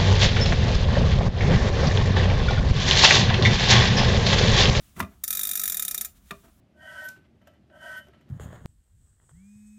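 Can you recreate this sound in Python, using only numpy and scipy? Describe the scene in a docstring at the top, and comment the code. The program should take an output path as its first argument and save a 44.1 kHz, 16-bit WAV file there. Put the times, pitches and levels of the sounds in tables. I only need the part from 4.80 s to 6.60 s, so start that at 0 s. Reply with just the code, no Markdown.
"""A pawl clicks over the teeth of a metal ratchet pulley: impulses excite a decaying crowd of metal modes.
The pulley lies on a wooden workbench while a rope is hauled once through it, speeding up and slowing down.
A hand takes hold and the housing knocks on the board: noise bursts and damped modes, with a deep thump.
The rope rubs softly as shaped noise through the pull; the other hand takes it and the pulley knocks again.
Hand rustle, a short diffuse echo and a steady workshop background are coloured noise too."""
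import sys
import numpy as np
from scipy import signal
from scipy.fft import rfft, irfft
from scipy.io import wavfile

SR = 44100
rng = np.random.default_rng(int(sys.argv[2]) if len(sys.argv) > 2 else 0)


def int16_out(signal):
    """Quantize to a 16-bit WAV file."""
    q = np.round(np.clip(np.atleast_2d(signal).T, -1, 1) * 32767)
    wavfile.write(sys.argv[1], SR, q.astype(np.int16))


N = 79380
T = np.arange(N) / SR   # time [s]

# steady workshop background: (frequency [Hz], relative level [dB per Hz])
BACKGROUND_SPECTRUM = [(20, -14), (40, -1), (65, 6), (110, -8.5), (190, -5), (300, -15), (480, -26.5),
                       (700, -21.5), (850, -29.5), (1150, -23.5), (2000, -32), (3500, -31), (4700, -35),
                       (6500, -31.5), (15000, -32.5)]
BACKGROUND_DB = -58.5
# colour of the room's echo: (frequency [Hz], relative level [dB])
ECHO_SPECTRUM = [(70, 5), (200, 4.5), (1000, -3.5), (5000, 0), (15000, -1.5)]
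ECHO_DB, ECHO_T60_S, ECHO_DELAY_S = -19, 0.21, 0.011

# a hand rubs along the rope: (middle time [s], half length [s], level [dB])
HAND_RUBS = [(0.2, 0.022, -38), (0.321, 0.039, -59), (1.652, 0.016, -53.5), (1.689, 0.014, -58)]
# colour of the rubbing: (frequency [Hz], relative level [dB per Hz])
RUB_SPECTRUM = [(60, -4), (200, 4.5), (400, -3), (500, -15), (680, -2), (850, -9), (1200, -7.5),
                (2500, -17), (5000, -25.5), (15000, -23.5)]
# the dry sheath hisses as the hands shift: (middle time [s], half length [s], level [dB])
SHEATH_SLIDES = [(0.04, 0.11, -62), (0.172, .012, -54), (1.37, 0.021, -62.5), (1.49, 0.045, -64),
                 (1.582, 0.12, -66)]
# colour of that hiss: (frequency [Hz], relative level [dB per Hz])
SHEATH_SPECTRUM = [(300, -17), (1500, -1), (3700, 1.5), (4600, -4), (7000, 0.5), (15000, -2)]

# rope running over the sheave: (frequency [Hz], relative level [dB per Hz])
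ROPE_SPECTRUM = [(60, -8), (130, -19), (205, 13.5), (300, -18.5), (400, 5.5), (500, -13), (680, 3),
                 (900, -12.5), (3000, -4), (14000, -12)]
# full level from start to end, with a fade outside each
ROPE_DB, PULL_START_S, PULL_END_S, PULL_FADE_S = -53, 0.535, 1.241, 0.082

# deep thump of the bench top: middle, half length, pitch at the middle, fall of pitch, level
THUMP_S, THUMP_HALF_S, THUMP_HZ, THUMP_SAG_HZ_PER_S, THUMP_DB = 0.236, 0.017, 86.7, 600, -31.5

# the housing knocks on the bench:
# (time [s], crack [dB], housing [dB], board [dB], thud [dB], metal clink [dB])
HOUSING_KNOCKS = [(.164, -49.5, -40.5, -68, -34, -68), (0.194, -77, -55, -49, -46, -32.5),
                  (0.202, -24, -15.5, -31.5, -24.5, -33), (.226, -37, -42, -39.5, -31, -48.5),
                  (.247, -59, -58, -47, -46, -66), (1.508, -31, -46, -31.5, -46, -39.5)]
# modes of the housing: (frequency [Hz], level [dB], t60 [s])
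HOUSING_RESONANCES = [(982, -11.5, .035), (1077, -5.5, 0.023), (1335, -16.5, 0.07), (1972, -6, 0.03),
                      (3590, -23.5, 0.0555)]
# modes of the board: (frequency [Hz], level [dB], t60 [s])
BOARD_RESONANCES = [(399.2, -11.5, 0.27), (655, -10.5, 0.05), (1206.5, -5.5, 0.12), (1234, -22.5, 0.08),
                    (1377, -7, 0.073), (1850, -0.5, 0.017), (2448, -7.5, 0.045), (3640, -4.5, 0.033)]
# low modes of the bench: (frequency [Hz], level [dB], t60 [s])
BENCH_RESONANCES = [(174.4, -0.5, 0.078), (205, -4, 0.15), (254.3, -9.5, 0.16)]
# dull part of the crack, which lingers: (frequency [Hz], relative level [dB per Hz])
DULL_SPECTRUM = [(60, -22), (200, 2.5), (380, -9), (490, -19.5), (650, 2.5), (820, -24), (1150, -1.5),
                 (1600, -46), (3000, -51.5), (15000, -62)]
DULL_DB, DULL_RISE_S, DULL_T60_S = -5.5, 0.0047, 0.13
# bright part of the crack, which dies first: (frequency [Hz], relative level [dB per Hz])
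BRIGHT_SPECTRUM = [(300, -34), (850, -24), (1050, 0), (1550, -5.5), (1950, -1), (2250, -6), (2500, -1),
                   (3000, -12), (3700, -14.5), (4400, -16.5), (15000, -27)]
BRIGHT_RISE_S, BRIGHT_T60_S, CLINK_T60_S = 0.0017, 0.05, 0.038

# the pawl drops off a tooth: (time [s], level [dB], side plate relative to that level [dB])
PAWL_CLICKS = [(0.4384, -13, -18.5), (0.4786, -14.5, -24), (0.5056, -11, -32), (0.528, -12.5, -14),
               (0.5504, -13, -27), (0.5716, -14, -13), (0.593, -12.5, -27), (0.612, -15.5, -15),
               (0.633, -11.5, -20), (0.6517, -15.5, -12.5), (0.6713, -14, -23), (0.6913, -14, -22.5),
               (0.7128, -12.5, -19), (0.7338, -17, -17), (0.7544, -11.5, -40), (0.7738, -14.5, -15.5),
               (0.7957, -12.5, -19.5), (0.8151, -15, -18), (0.836, -12, -47), (0.856, -13, -20.5),
               (0.8777, -13, -26), (0.8982, -13.5, -15.5), (0.9212, -12.5, -38), (0.9444, -14.5, -19.5),
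               (0.9698, -13, -21), (0.9956, -13, -16), (1.0235, -12, -39), (1.05, -15.5, -19.5),
               (1.0806, -12.5, -22.5), (1.1108, -14.5, -17), (1.1452, -13, -32), (1.178, -16, -12),
               (1.2112, -12, -40), (1.2475, -17.5, -23.5)]
# the loose pawl rattles: (time [s], level [dB])
PAWL_RATTLES = [(0.541, -38), (0.568, -30), (0.63, -30), (1.2554, -23.5)]
LIFT_LEAD_S, LIFT_DB = 0.0025, -18.5   # nominal lead of the tick on the tooth's crest; level re click
BOUNCE_S, BOUNCE_DB = 0.0016, -6   # nominal delay of the single rebound; level re click
# clear modes of the pulley: (frequency [Hz], level [dB], t60 [s])
PULLEY_RESONANCES = [(1288, -35, .11), (1771, -33.5, 0.053), (2427, -36.5, 0.12), (4640, -39, 0.11),
                     (5680, -28, 0.06), (7110, -26.5, 0.089), (7630, -33, 0.022), (8780, -31, 0.049),
                     (9715, -18.5, 0.038), (10800, -40, 0.018), (14300, -44, 0.015), (14000, -26, 0.025),
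                     (14850, -34, 0.049)]
# modes of the side plate: (frequency [Hz], level [dB], t60 [s])
PLATE_RESONANCES = [(3540, -18.5, 0.037), (3644, -5.5, 0.039), (3704, -5.5, 0.048), (3814, -5.5, 0.044)]
# crowd of close modes in the metal: (frequency [Hz], relative level [dB per Hz])
METAL_SPECTRUM = [(200, -31.5), (950, -28), (1350, -11.5), (2400, -12), (3000, -25.5), (3700, -3.5),
                  (4300, -17.5), (5600, -6), (7300, -1.5), (8100, -6), (9600, 0.5), (11500, -4.5),
                  (13000, 3.5), (15000, 3.5), (15900, -49)]
# limits of the regions of that crowd that vary separately: frequency [Hz]
REGION_EDGES = [100, 3000, 5000, 6500, 8000, 10500, 12500, 14000, 20000]
SNAP_DB, SNAP_RISE_S, SNAP_T60_S = -11, 0.0004, 0.007
METAL_DB, METAL_RISE_S, METAL_T60_S = -11.5, 0.0005, 0.056
METAL_ALIKE = 0.1   # share of the power that repeats the same waveform at every contact

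CONTACT_SPREAD_S = 0.0005   # largest random lag of a mode
MODE_SCATTER_DB, REGION_SCATTER_DB = 2.0, 1.0   # standard deviations from contact to contact
STOPBAND_HZ = 17000


def amp(db):
    """Logarithmic level: decibels to amplitude gain."""
    return 10 ** (np.asarray(db) / 20)


def noise(spectrum):
    """Spectral shaping: white noise weighted in frequency, cut below 10 Hz and scaled to rms 1."""
    hz, db = np.transpose(spectrum)
    bins = np.maximum(np.fft.rfftfreq(N, 1 / SR), 1)
    gain = amp(np.interp(np.log(bins), np.log(hz), db)) * (bins > 10)
    x = irfft(rfft(rng.standard_normal(N)) * gain, N)
    return x / x.std()


def fade(t, t60):
    """Exponential damping: gain of a free decay after t seconds, 60 dB down at t60."""
    return np.exp(-np.log(1000) * t / t60)


def burst(s, rise_s, t60):
    """Impact envelope: a linear rise from time s under a free decay."""
    age = np.maximum(T - s, 0)
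    return np.minimum(age / rise_s, 1) * fade(np.minimum(age, 4 * t60), t60)


def swell(s, half_s):
    """Gaussian envelope: a smooth rise and fall around time s."""
    return np.exp(-((T - s) / half_s) ** 2)


def taps(times, db):
    """Impulsive excitation: one impulse for each contact."""
    x = np.zeros(N)
    np.add.at(x, np.clip((times * SR).astype(int), 0, N - 1), amp(db))
    return x


def ring(times, db, modes):
    """Modal resonance: contacts excite damped modes, with strength and lag varying each time."""
    out = 0
    for k, (hz, mode_db, t60) in enumerate(modes):
        radius, angle = fade(1 / SR, t60), 2 * np.pi * hz / SR
        lag = CONTACT_SPREAD_S * rng.random(len(times))
        scatter_db = MODE_SCATTER_DB * rng.standard_normal(len(times))
        force = taps(times + lag, db + mode_db + scatter_db)
        resonator = [1, -2 * radius * np.cos(angle), radius * radius]
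        mode = signal.lfilter([0, np.sin(angle)], resonator, force + 1e-18)   # offset avoids denormals
        out = out + (-1) ** k * mode   # successive modes start with opposite sign
    return out


def workshop_background():
    """Stationary noise: a steady coloured background."""
    return amp(BACKGROUND_DB) * noise(BACKGROUND_SPECTRUM)


def room_echo(close):
    """Diffuse reverberation: convolution with decaying noise of unit energy."""
    tail = noise(ECHO_SPECTRUM) * burst(ECHO_DELAY_S, ECHO_DELAY_S, ECHO_T60_S)
    return amp(ECHO_DB) * signal.fftconvolve(close, tail / np.linalg.norm(tail))[:N]


def hands():
    """Friction noise: dull rustle of skin on the rope and faint hiss of its sheath."""
    out = 0
    for spectrum, moves in [(RUB_SPECTRUM, HAND_RUBS), (SHEATH_SPECTRUM, SHEATH_SLIDES)]:
        envelope = sum(amp(db) * swell(s, half_s) for s, half_s, db in moves)
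        out = out + noise(spectrum) * envelope
    return out


def rope():
    """Sliding friction: the rope rubs softly through the pull."""
    inside_s = np.minimum(T - PULL_START_S, PULL_END_S - T)   # negative outside the pull
    moving = np.clip(1 + inside_s / PULL_FADE_S, 0, 1)
    return amp(ROPE_DB) * moving * noise(ROPE_SPECTRUM)


def thump():
    """Low-frequency oscillation: the bench top sways in a few slow swings, falling in pitch."""
    hz = THUMP_HZ - THUMP_SAG_HZ_PER_S * (T - THUMP_S)
    swing = np.sin(2 * np.pi * np.cumsum(hz) / SR)
    return amp(THUMP_DB) * swell(THUMP_S, THUMP_HALF_S) * swing


def knocks():
    """Impact of housing on board: noise bursts for crack and clink, short modes and a bench thud."""
    s, crack_db, housing_db, board_db, thud_db, clink_db = np.transpose(HOUSING_KNOCKS)
    parts = [(DULL_SPECTRUM, crack_db + DULL_DB, DULL_RISE_S, DULL_T60_S),
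             (BRIGHT_SPECTRUM, crack_db, BRIGHT_RISE_S, BRIGHT_T60_S),
             (METAL_SPECTRUM, clink_db, BRIGHT_RISE_S, CLINK_T60_S)]
    out = 0
    for spectrum, levels, rise_s, t60 in parts:
        envelope = sum(amp(db) * burst(t, rise_s, t60) for t, db in zip(s, levels))
        out = out + noise(spectrum) * envelope
    out = out + ring(s, housing_db, HOUSING_RESONANCES)
    out = out + ring(s, board_db, BOARD_RESONANCES)
    return out + ring(s, thud_db, BENCH_RESONANCES)


def metal_wash(times, levels):
    """High modal density: each contact sounds every region of the crowd with its own strength."""
    snap = amp(SNAP_DB) * burst(0, SNAP_RISE_S, SNAP_T60_S)
    shape = amp(METAL_DB) * burst(0, METAL_RISE_S, METAL_T60_S) + snap
    same = signal.fftconvolve(taps(times, levels), shape * noise(METAL_SPECTRUM))[:N]
    crowd, bins = rfft(noise(METAL_SPECTRUM)), np.fft.rfftfreq(N, 1 / SR)
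    varied = 0
    for low, high in zip(REGION_EDGES, REGION_EDGES[1:]):
        scatter_db = REGION_SCATTER_DB * rng.standard_normal(len(times))
        force = taps(times, levels + scatter_db)
        power = np.abs(signal.fftconvolve(force ** 2, shape ** 2)[:N])   # overlapping decays add in power
        region = irfft(crowd * (bins >= low) * (bins < high), N)
        varied = varied + np.sqrt(power) * region
    return np.sqrt(METAL_ALIKE) * same + np.sqrt(1 - METAL_ALIKE) * varied


def ratchet():
    """Impulsive modal excitation: tick, snap and rebound at each tooth ring sheave and side plate."""
    s, db, plate_db = np.transpose(PAWL_CLICKS)
    rattle_s, rattle_db = np.transpose(PAWL_RATTLES)
    lifts = s - LIFT_LEAD_S * rng.uniform(0.96, 1.15, len(s))
    bounces = s + BOUNCE_S * rng.uniform(0.62, 2, len(s))
    times = np.r_[s, lifts, bounces, rattle_s]
    levels = np.r_[db, db + LIFT_DB, db + BOUNCE_DB, rattle_db]
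    pulley = metal_wash(times, levels) + ring(times, levels, PULLEY_RESONANCES)
    return pulley + ring(s, db + plate_db, PLATE_RESONANCES)


def scene():
    """Superposition: pulley, rope and hands close by, with the room and its background."""
    close = ratchet() + knocks() + thump() + rope() + hands()
    return (close + room_echo(close) + workshop_background())[None]


def record(dry):
    """Low-pass filtering: the top of the treble is cut, 60 dB down from the stopband edge."""
    return signal.sosfilt(signal.cheby2(16, 60, STOPBAND_HZ, fs=SR, output="sos"), dry)


dry = scene()
out = record(dry)
int16_out(out)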